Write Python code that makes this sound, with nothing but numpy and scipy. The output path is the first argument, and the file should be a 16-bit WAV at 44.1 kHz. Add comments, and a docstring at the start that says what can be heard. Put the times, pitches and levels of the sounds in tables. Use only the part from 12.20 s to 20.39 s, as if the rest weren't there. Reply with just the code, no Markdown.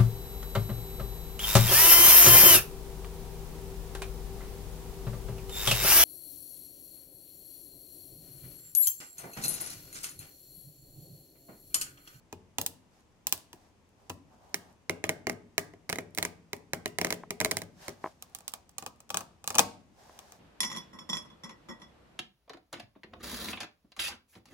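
"""Trimming fiberglass with a hobby knife

Hardened laminate gives way in brittle fractures along the seam of a mould held on a steel bench.
Each snap is a broadband impulse that excites the damped modes of the blade, the mould and the bench top.
The mould is held in three grips in turn, each weighting the modes differently. Between snaps come faint
blade friction and dull handling knocks; a small workshop reverberates over its steady air noise."""
import sys
import numpy as np
from scipy import signal
from scipy.fft import rfft, irfft, next_fast_len
from scipy.io import wavfile
from scipy.ndimage import map_coordinates

SR = 44100
rng = np.random.default_rng(int(sys.argv[2]) if len(sys.argv) > 2 else 0)


def file_out(sig):
    """Save sig as 16-bit WAV at sys.argv[1]."""
    # one column per channel
    cols = np.atleast_2d(sig).T
    # limit, then scale
    lim = np.clip(cols, -1, 1)
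    pcm = np.round(lim * 32767).astype(np.int16)
    wavfile.write(sys.argv[1], SR, pcm)


N = 361179

USUAL_CRACK_DB = -37.5
# slopes for (blade, sparkle, mould, bench) [dB/dB]; the sparkle is the top octave of the crack
STRENGTH_SLOPES = (1.04, 0.96, 0.94, 0.88)   # a stronger break favours the light parts
RECOIL_SLOPES = (0.88, -0.61, 1.02, 1.56)   # a hard recoil is heavy and dull, a free snap bright
# transmission of each grip, relative to the crack: (sparkle [dB], mould [dB], bench [dB])
GRIP_SHARES = [(-1.5, -5, -6), (-1.5, -5.5, -1.07), (-3.5, -4, -12)]
# the blade rings most freely when upright and just entering the seam: (time [s], gain [dB])
BLADE_FREEDOM = [(1.9, -8), (2.34, 2.5), (3.4, 2), (5.3, -0.5), (5.7, -1.5), (6.02, -9.5)]
# breaks of the laminate: (time [s], crack level [dB], recoil above the usual for the grip [dB])
SNAPS = [(0.1266, -47.5, 7), (0.3841, -30, .5), (0.4139, -35.5, -9.5), (.463, -32.5, -11.5),
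         (1.0692, -31, -9), (1.1246, -26, -8.5), (1.3302, -50.5, 2), (1.8964, -43.5, 0), (1.8999, -43, 5.5),
         (2.3432, -31, -4.5), (2.6955, -34, 3.5), (2.8401, -36, 4), (2.8922, -31, 1.5), (3.0692, -37, 5),
         (3.0965, -37, 3), (3.38, -28, -1), (3.5366, -68.5, 10), (3.6928, -39.5, 0), (3.6982, -35.5, -1),
         (3.7276, -35, 0.5), (3.7573, -44.5, 1.5), (3.7852, -40, 4.5), (3.9487, -51, -11.5),
         (3.9755, -37.5, -1), (3.9846, -32, -1), (4.0267, -31, -3), (4.0506, -34.5, -0.5),
         (4.3313, -38, 1.5), (4.5336, -33.5, 1.5), (4.658, -34.5, 1.5), (4.7856, -33, 1),
         (4.8138, -32.5, 1.5), (4.8465, -31, 1.5), (4.8691, -42, 1.5), (4.9047, -33.5, 0),
         (4.9253, -33.5, -0.5), (5.1064, -36, 0.5), (5.2023, -31, -1.5), (5.2124, -33.5, 3.5),
         (5.2474, -28, -2), (5.258, -41, 6.5), (5.3117, -32, -3), (5.3154, -32.5, -.5),
         (5.3691, -32.5, -2.5), (5.418, -43.5, 0.5), (5.6816, -41.5, 2.5), (5.6923, -49.5, -1.5),
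         (6.024, -45.5, -5), (6.1486, -41.5, -7), (6.187, -54.5, -6), (6.206, -57.5, 0),
         (6.2793, -37.5, -7.5), (6.337, -38.5, -2), (6.4929, -59.5, -5), (6.5825, -37, -3.5),
         (6.6242, -49, 6.5), (6.6629, -40, 3), (6.8036, -55.5, -2), (6.892, -56, -2), (6.903, -36.5, 2),
         (6.9437, -33, 4), (6.971, -29, -3), (7.0069, -45.5, 4.5), (7.2412, -48, 2.5), (7.2758, -31, -3.5),
         (7.304, -36, 2), (7.3449, -41.5, 3.5), (7.3522, -33.5, -4), (7.3572, -38.5, 7.5),
         (7.3827, -26.5, -8), (7.3844, -21, 1), (7.3924, -17.5, 1.5), (7.9899, -49, -1),
         (8.1211, -53.5, -1)]
def snaps(grip):
    """Impulse excitation: the breaks of one grip, as direct sound and as sound sent into the room."""
    direct, spread = np.zeros((2, 2, N))
    # summed over all directions the crack loses its colour
    click = np.tile(signal.unit_impulse(256), (2, 1))
    even_crack, even_sparkle = unit(band(click, 2900, 9730)), unit(band(click, 7130, 16500))
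    for s, crack_db, recoil_db in SNAPS:
        if grip_at(s) != grip:
            continue
        strength_db = USUAL_CRACK_DB + (crack_db - USUAL_CRACK_DB) * np.array(STRENGTH_SLOPES)
        push_db = strength_db + recoil_db * np.array(RECOIL_SLOPES)
        blade_db = push_db[0] + np.interp(s, *np.transpose(BLADE_FREEDOM))
        sparkle_db, mould_db, bench_db = push_db[1:] + GRIP_SHARES[grip]
        add(direct, crack(s, grip, crack_db, sparkle_db), s)
        add(spread, from_db(crack_db) * even_crack + from_db(sparkle_db) * even_sparkle, s)
        for direct_ring, spread_ring in ringing_parts(grip, blade_db, mould_db, bench_db):
            add(direct, direct_ring, s)
            add(spread, spread_ring, s)
    ticking = ticks(grip)
    return direct + ticking, spread + ticking


def fracture(decay_ms, size, lead_db, stereo_spread):
    """Brittle fracture: a leading click and a decaying rush of tiny ones as the fibres break."""
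    rush = rng.standard_normal((3, size)) * from_db(5 * rng.standard_normal(size))
    rush *= np.exp(-np.arange(size) / SR * 1000 / decay_ms)
    shared = unit(rush[0])
    shared[0] += from_db(lead_db)
    return shared + stereo_spread * unit(rush[1:])


# broad resonances of laminate and knife, in the treble and in the top octave:
# (frequency [Hz], bandwidth [Hz], pan [dB], level in grip 1 [dB], in grip 2 [dB], in grip 3 [dB])
CRACK_RESONANCES = [(3340, 450, 6.5, 1.5, -5.5, -9), (3930, 230, 0, -8, 5.5, -7),
                    (5190, 850, -20.5, -10, -5.5, -16.5), (6030, 730, 4.5, 6.5, 4.5, -2.5),
                    (6720, 500, -2.5, 4, 0.5, -4), (7750, 190, -8.5, -5.5, -4, -4)]
SPARKLE_RESONANCES = [(8615, 810, -0.5, 4.5, 2.5, 2), (10580, 2400, -4, 6.8, 2, 0),
                      (13300, 2600, 0.5, 6.3, -7, -5), (15260, 750, 8, 10, 5, -3.5)]
# the side to which the cut faces: (time [s], left minus right [dB])
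CUT_PAN = [(.46, -4), (1.1, -4), (3.4, -4), (4.0, -2.5), (6.6, -7), (6.94, 4), (7.33, -7), (7.38, 3.5)]
def crack(s, grip, crack_db, sparkle_db):
    """Source and filter: one fracture drives two banks of resonances and radiates to one side."""
    burst = fracture(decay_ms=1.42, size=900, lead_db=-3, stereo_spread=.55)
    snap = from_db(crack_db) * resonance_bank(burst, CRACK_RESONANCES, grip, plain_db=-4.5)
    snap += from_db(sparkle_db) * resonance_bank(burst, SPARKLE_RESONANCES, grip, plain_db=-2.5)
    snap *= panned(np.interp(s, *np.transpose(CUT_PAN)))
    return signal.fftconvolve(snap, loose_fibres(), axes=1)


def resonance_bank(burst, resonances, grip, plain_db):
    """Parallel resonators colour a burst; part of it passes with only its bandwidth limited."""
    coloured = unit(sum((-1) ** k * resonate(burst, hz, width) * from_db(levels[grip]) * panned(pan)
                        for k, (hz, width, pan, *levels) in enumerate(resonances)))
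    low_hz, high_hz = resonances[0][0] - resonances[0][1], resonances[-1][0] + resonances[-1][1]
    return unit(coloured + from_db(plain_db) * unit(band(burst, low_hz, high_hz)))


def loose_fibres(size=1500, count=3, level_db=-27.5, mean_wait_s=0.0054):
    """Secondary fracture: an impulse train of the main break and a few weak, late releases."""
    train = signal.unit_impulse(size)
    delays_s = .002 + rng.exponential(mean_wait_s, count)
    when = np.clip(delays_s * SR, 0, size - 1).astype(int)
    train[when] += from_db(level_db + 4 * rng.standard_normal(count))
    return train[None]


# natural modes of the three bodies:
# (frequency [Hz], T60 [s], pan [dB], level in grip 1 [dB], in grip 2 [dB], in grip 3 [dB])
BLADE_MODES = [(1692, 0.012, 0.5, -6, -6.5, 0), (1974, 0.0081, 0.5, -1, 2.5, -14.5),
               (2162, 0.0099, -14.5, -15, 4, -9.5), (2450, 0.0077, -2, -10, -23.5, -3),
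               (2480, 0.044, 9, -9, -20, -5.5), (2906, 0.025, -3, -4, -17.5, -6)]
MOULD_MODES = [(675, 0.032, -12.5, -12.5, 4, -2), (795.4, 0.043, 6.5, -4, 3, 8.5),
               (864, 0.012, 2, 2, -3.5, 5.5), (989, 0.032, 3.5, -1, 5, -3), (1141, 0.05, 8.5, -21, -10, 5),
               (1248, 0.018, 1, -5, 3.5, 7)]
BENCH_MODES = [(60, 0.44, 3.3, -23, -28, -24), (92, 0.38, 3, -8.5, -11, -20.5),
               (102.5, 0.59, 3.2, -12, -11, -16), (146.3, 0.34, 3.6, -16, -10, -23.5),
               (173.6, 0.36, 3, -8, -3.5, -12.5), (197, 0.036, 2.8, -4.5, -3, 1.5),
               (253, 0.21, 3.6, -1.5, -4, -8.5), (320.7, 0.15, 3, -7.5, -0.5, -9.5),
               (352.7, 0.11, 2.4, -6, -4.5, -7), (419.7, 0.091, 2, -2.5, 6, -9),
               (477, 0.042, 2.1, -6.5, -4, -1), (518, 0.048, 3, -19.5, -6.5, 7),
               (638, 0.13, 2, -13.5, -1, -7.5)]
def ringing_parts(grip, blade_db, mould_db, bench_db):
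    """Free vibration: after a jolt the blade rings high, the mould lower and the bench top thumps."""
    blade = body(BLADE_MODES, grip, size=1600, scatter_db=2.5, detune=0.014, rise_ms=0.47,
                 dense_db=-9, dense_t60=0.017)
    mould = body(MOULD_MODES, grip, size=3000, scatter_db=-1, detune=0.019, rise_ms=0.52,
                 dense_db=-5, dense_t60=0.029)
    bench = body(BENCH_MODES, grip, size=12000, scatter_db=1.5, detune=0.03, rise_ms=0.26,
                 dense_db=-2, dense_t60=0.055)
    return from_db(blade_db) * blade, from_db(mould_db) * mould, from_db(bench_db) * bench


def body(modes, grip, size, scatter_db, detune, rise_ms, dense_db, dense_t60):
    """Directivity: strong modes stand out more in the direct sound than in what the room receives."""
    strong = strong_modes(modes, grip, size, scatter_db, detune, rise_ms)
    dense = dense_modes(modes, grip, size, dense_t60)
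    elsewhere = dense_modes(modes, grip, size, dense_t60)   # other directions get another blend
    return np.array([unit(strong + from_db(dense_db) * dense), unit(strong / 2 + elsewhere)])


def strong_modes(modes, grip, size, scatter_db, detune, rise_ms):
    """Modal superposition: contact point and hand pressure vary each mode's sign, strength and pitch."""
    t, out = np.arange(size) / SR, 0
    for hz, t60, pan, *levels in modes:
        strength, shift, side = rng.standard_normal(3)
        ring = np.sin(2 * np.pi * hz * (1 + detune * shift) * t) * from_db(-60 * t / t60)
        out += np.sign(side) * from_db(levels[grip] + scatter_db * strength) * panned(pan) * ring
    return unit(out * (1 - np.exp(-t * 1000 / rise_ms)))


def dense_modes(modes, grip, size, t60):
    """Modal overlap: many weak modes merge into a short noise with the body's broad colour."""
    low_hz, high_hz = modes[0][0], modes[-1][0]
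    colour = [(hz, levels[grip] * 0.57) for hz, _, _, *levels in modes]
    colour = [(low_hz * .6, -30)] + colour + [(high_hz * 1.35, -25), (high_hz * 4, -70)]
    t = np.arange(size) / SR
    envelope = from_db(-60 * t / t60) * (1 - np.exp(-t * high_hz * 1.35))   # rises in about one cycle
    mean_pan = np.mean([row[2] for row in modes])
    return unit(diffuse(colour, size)[0] * envelope * panned(mean_pan))


def ticks(grip, chance=.75, mean_delay_s=.018, fade_db_per_s=260, strays_per_s=2, stray_db=-74):
    """Acoustic emission: single fibres give after a snap; the resting tip also ticks at random."""
    tick = unit(band(fracture(decay_ms=0.8, size=900, lead_db=-5.5, stereo_spread=0.45), 2500, 15000))
    events, out = [], np.zeros((2, N))
    for s, crack_db, _ in SNAPS:
        draws, delays = rng.random(2), rng.exponential(mean_delay_s, 2)
        for draw, delay, relative_db in zip(draws, delays, rng.normal(-13, 2.5, 2)):
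            if draw < chance:
                events.append((s + delay, crack_db + relative_db - fade_db_per_s * delay))
    strays = np.cumsum(rng.exponential(1, size=40)) / strays_per_s
    events += [(s, stray_db) for s in strays if s < N / SR]
    for s, level_db in events:
        if grip_at(s) == grip:
            add(out, from_db(level_db) * tick, s)
    return out


# modes stirred by handling: (frequency [Hz], T60 [s], level [dB])
KNOCK_MODES = [(362, 0.017, 2), (640, 0.05, -3.5), (785, 0.018, 3), (1060, 0.022, 3.5), (1277, 0.04, -9),
               (1650, 0.0036, 7), (2280, 0.032, -18.5)]
# dull, dry knocks close by: (time [s], level [dB])
KNOCKS = [(5.0353, -42.5), (5.8414, -31), (5.8542, -43.5), (5.8602, -35.5), (5.873, -45), (7.895, -52.5)]
def knocks(rise_s=0.00015):
    """Soft impact: a yielding contact excites only a few low, well damped modes."""
    out, t = np.zeros((2, N)), np.arange(3000) / SR
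    for s, level_db in KNOCKS:
        ring = 0
        for k, (hz, t60, db) in enumerate(KNOCK_MODES):
            gain = (-1) ** k * from_db(db + rng.standard_normal())
            ring += gain * np.sin(2 * np.pi * hz * t) * from_db(-60 * t / t60)
        knock = unit(band(ring * (1 - np.exp(-t / rise_s)), 125, 3900))
        add(out, from_db(level_db) * knock * panned(1.0), s)
    return out


# friction spectra: (frequency [Hz], spectral density [dB])
RUB_SPECTRUM = [(240, -35), (400, 2.5), (446, -7), (510, -0.5), (769, 5), (1480, -10.5), (2000, -27.5),
                (2600, -41), (4400, -120)]
HISS_SPECTRUM = [(940, -36), (1600, -4), (2180, -10.5), (2770, -12), (4940, -10.5), (5390, -9.5),
                 (11200, -21), (14000, -20), (16000, -32)]
# strokes along the seam: (start [s], duration [s], rub level [dB], hiss level [dB])
STROKES = [(0.741, 0.059, -73, -72.5), (1.35, .12, -68.5, -72), (1.804, 0.082, -67, -76),
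           (2.13, 0.011, -61, -74), (2.232, 0.28, -62, -72.5), (5.625, 0.067, -55, -54),
           (5.842, 0.045, -58, -62), (6.025, 0.3, -69, -72), (7.795, .36, -61, -64)]
def blade_drag(grit_db=-10, grit_per_s=160, rise_db_per_s=270, fall_db_per_s=241):
    """Sliding friction on resin: a dull rub, a hiss and tiny catches follow the blade's pressure."""
    t, rub_gain, hiss_gain = np.arange(N) / SR, 0, 0
    for s, length, rub_db, hiss_db in STROKES:
        # pressure builds before a stroke and eases after it
        pressure_db = np.minimum((t - s) * rise_db_per_s, (s + length - t) * fall_db_per_s)
        contact = from_db(np.clip(pressure_db, -100, 0))
        rub_gain += contact * from_db(rub_db)
        hiss_gain += contact * from_db(hiss_db)
    catches = (rng.random(N) < grit_per_s / SR) * from_db(4 * np.minimum(rng.exponential(1, N), 3))
    grain = fracture(decay_ms=0.94, size=400, lead_db=-19, stereo_spread=0.96)
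    grit = signal.oaconvolve(catches[None], grain, axes=1)[:, :N]
    grit = from_db(grit_db) * unit(band(grit, 1500, 10000)) * np.sqrt(N)
    return rub_gain * diffuse(RUB_SPECTRUM, N) + hiss_gain * (diffuse(HISS_SPECTRUM, N) + grit)


def early_reflections(size, delay_s=0.00058, t60=0.084):
    """Scattering: the hands and the bench top return a short, bright cloud of echoes."""
    t = np.arange(size) / SR
    return unit(diffuse([(100, 2.5), (16000, -3.0)], size) * from_db(-60 * t / t60) * (t > delay_s))


# reverberation time of the workshop: (frequency [Hz], T60 [s])
ROOM_T60 = [(100, 1.1), (400, 0.47), (1000, 0.36), (2500, 0.41), (6000, 0.32), (15000, 0.1855)]
# colour of its reverberation: (frequency [Hz], level [dB])
ROOM_COLOUR = [(80, 4.5), (200, 8), (500, 9.5), (1100, 7.5), (2100, -1.5), (3200, -0.5), (5000, 2),
               (9000, 2.5), (15000, 1)]
def reverberation(size, onset_s=0.0046):
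    """Exponential decay of a diffuse field: the room's impulse response, whose treble dies first."""
    t = np.arange(size) / SR
    noise = rfft(diffuse(ROOM_COLOUR, size))
    hz, out = np.fft.rfftfreq(size, 1 / SR), 0
    for band_hz, t60 in ROOM_T60:
        share = at_hz([(f, f == band_hz) for f, _ in ROOM_T60], hz)
        out += irfft(noise * share, size) * from_db(-60 * t / t60)
    return unit(out * (1 - np.exp(-(t / onset_s) ** 2)))


# background of the workshop: (frequency [Hz], spectral density [dB])
AIR_SPECTRUM = [(15, -37.5), (25, -5), (83, 4.5), (135, -1.5), (182, 0.5), (651, -9.5), (952, -10),
                (1390, -17), (2600, -18.5), (4020, -24.5), (6380, -23.5), (12200, -35), (15200, -41.5),
                (16500, -50.5)]
def room_air(level_db=-64.5):
    """Stationary noise: the still workshop has a faint floor, strongest in the bass."""
    return from_db(level_db) * diffuse(AIR_SPECTRUM, N) * panned(1.5)


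# likeness of diffuse sound at the two microphones: (frequency [Hz], correlation [ratio])
COHERENCE = [(50, 0.6), (300, 0.79), (800, 0.37), (2000, 0.015), (5000, 0.13), (16000, 0.026)]
def diffuse(spectrum, size):
    """Spatial coherence: stereo noise of rms 1, alike in the bass and nearly unrelated in the treble."""
    padded = next_fast_len(size, True)
    hz = np.fft.rfftfreq(padded, 1 / SR)
    mid, side = rfft(rng.standard_normal((2, padded)))
    alike = at_hz(COHERENCE, hz)
    pair = np.sqrt(1 + alike) * mid + np.sqrt(1 - alike) * side * [[1], [-1]]
    noise = irfft(pair * from_db(at_hz(spectrum, hz)), padded)[:, :size]
    return unit(noise) * np.sqrt(size)


def from_db(db):
    """Decibels to amplitude ratio."""
    return 10 ** (np.asarray(db) / 20)


def unit(x):
    """Normalisation to a mean energy of one per channel."""
    return x / np.sqrt(np.mean(np.sum(x ** 2, axis=-1)) + 1e-20)


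def at_hz(points, hz):
    """Interpolation on a log-frequency axis."""
    f, value = np.transpose(points)
    return np.interp(np.log(np.maximum(hz, 1)), np.log(f), value)


def panned(db):
    """Constant-power panning by a level difference, left minus right."""
    return unit(from_db(np.array([db, -db]) / 2))[:, None] * np.sqrt(2)


def band(x, low_hz, high_hz):
    """Causal band-pass with gentle slopes."""
    return signal.sosfilt(signal.butter(2, [low_hz, high_hz], "band", fs=SR, output="sos"), x)


def resonate(x, hz, width_hz):
    """Two-pole resonance with unit peak gain."""
    r = np.exp(-np.pi * width_hz / SR)
    feedback = [1, -2 * r * np.cos(2 * np.pi * hz / SR), r * r]
    return signal.lfilter(np.array([1, 0, -1]) * (1 - r * r) / 2, feedback, x)


def add(track, sound, s):
    """Superposition at time s; unit energy is scaled to that of rms 1 over 10 ms."""
    start = int(np.clip(round(s * SR), 0, N - 1))
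    track[:, start:start + sound.shape[1]] += sound[:, :N - start] * np.sqrt(SR / 100)


def grip_at(s):
    """Index of the grip in use at time s."""
    return np.searchsorted([row[0] for row in GRIPS[1:]], s)


# holds on the mould: (start [s], reverberation [dB], early reflections [dB], left-channel lag [ms])
GRIPS = [(0, -14.5, -10, 0.11), (2.14, -16, -12, 0.1), (5.88, -15.5, -9, 0.11)]
def scene():
    """Linear superposition: snaps and their room response, knocks, blade friction and room air."""
    work = np.zeros((2, N))
    for grip, (_, room_db, early_db, lag_ms) in enumerate(GRIPS):
        direct, spread = snaps(grip)
        # the work lies a little nearer to the right microphone
        direct[0] = map_coordinates(direct[0], [np.arange(N) - lag_ms * SR / 1000], order=5)
        # each grip has its own pattern of reflections
        response = from_db(room_db) * reverberation(size=32768)
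        response += from_db(early_db) * early_reflections(size=32768)
        work += direct + signal.oaconvolve(spread, response, axes=1)[:, :N]
    work = signal.sosfilt(signal.butter(2, 62, "high", fs=SR, output="sos"), work)
    return work + blade_drag() + room_air() + knocks()


def record(dry):
    """Band limiting: a steep elliptic low-pass at 16.5 kHz."""
    return signal.sosfilt(signal.ellip(10, .2, 70, 16500, fs=SR, output="sos"), dry)


dry = scene()
out = record(dry)
file_out(out)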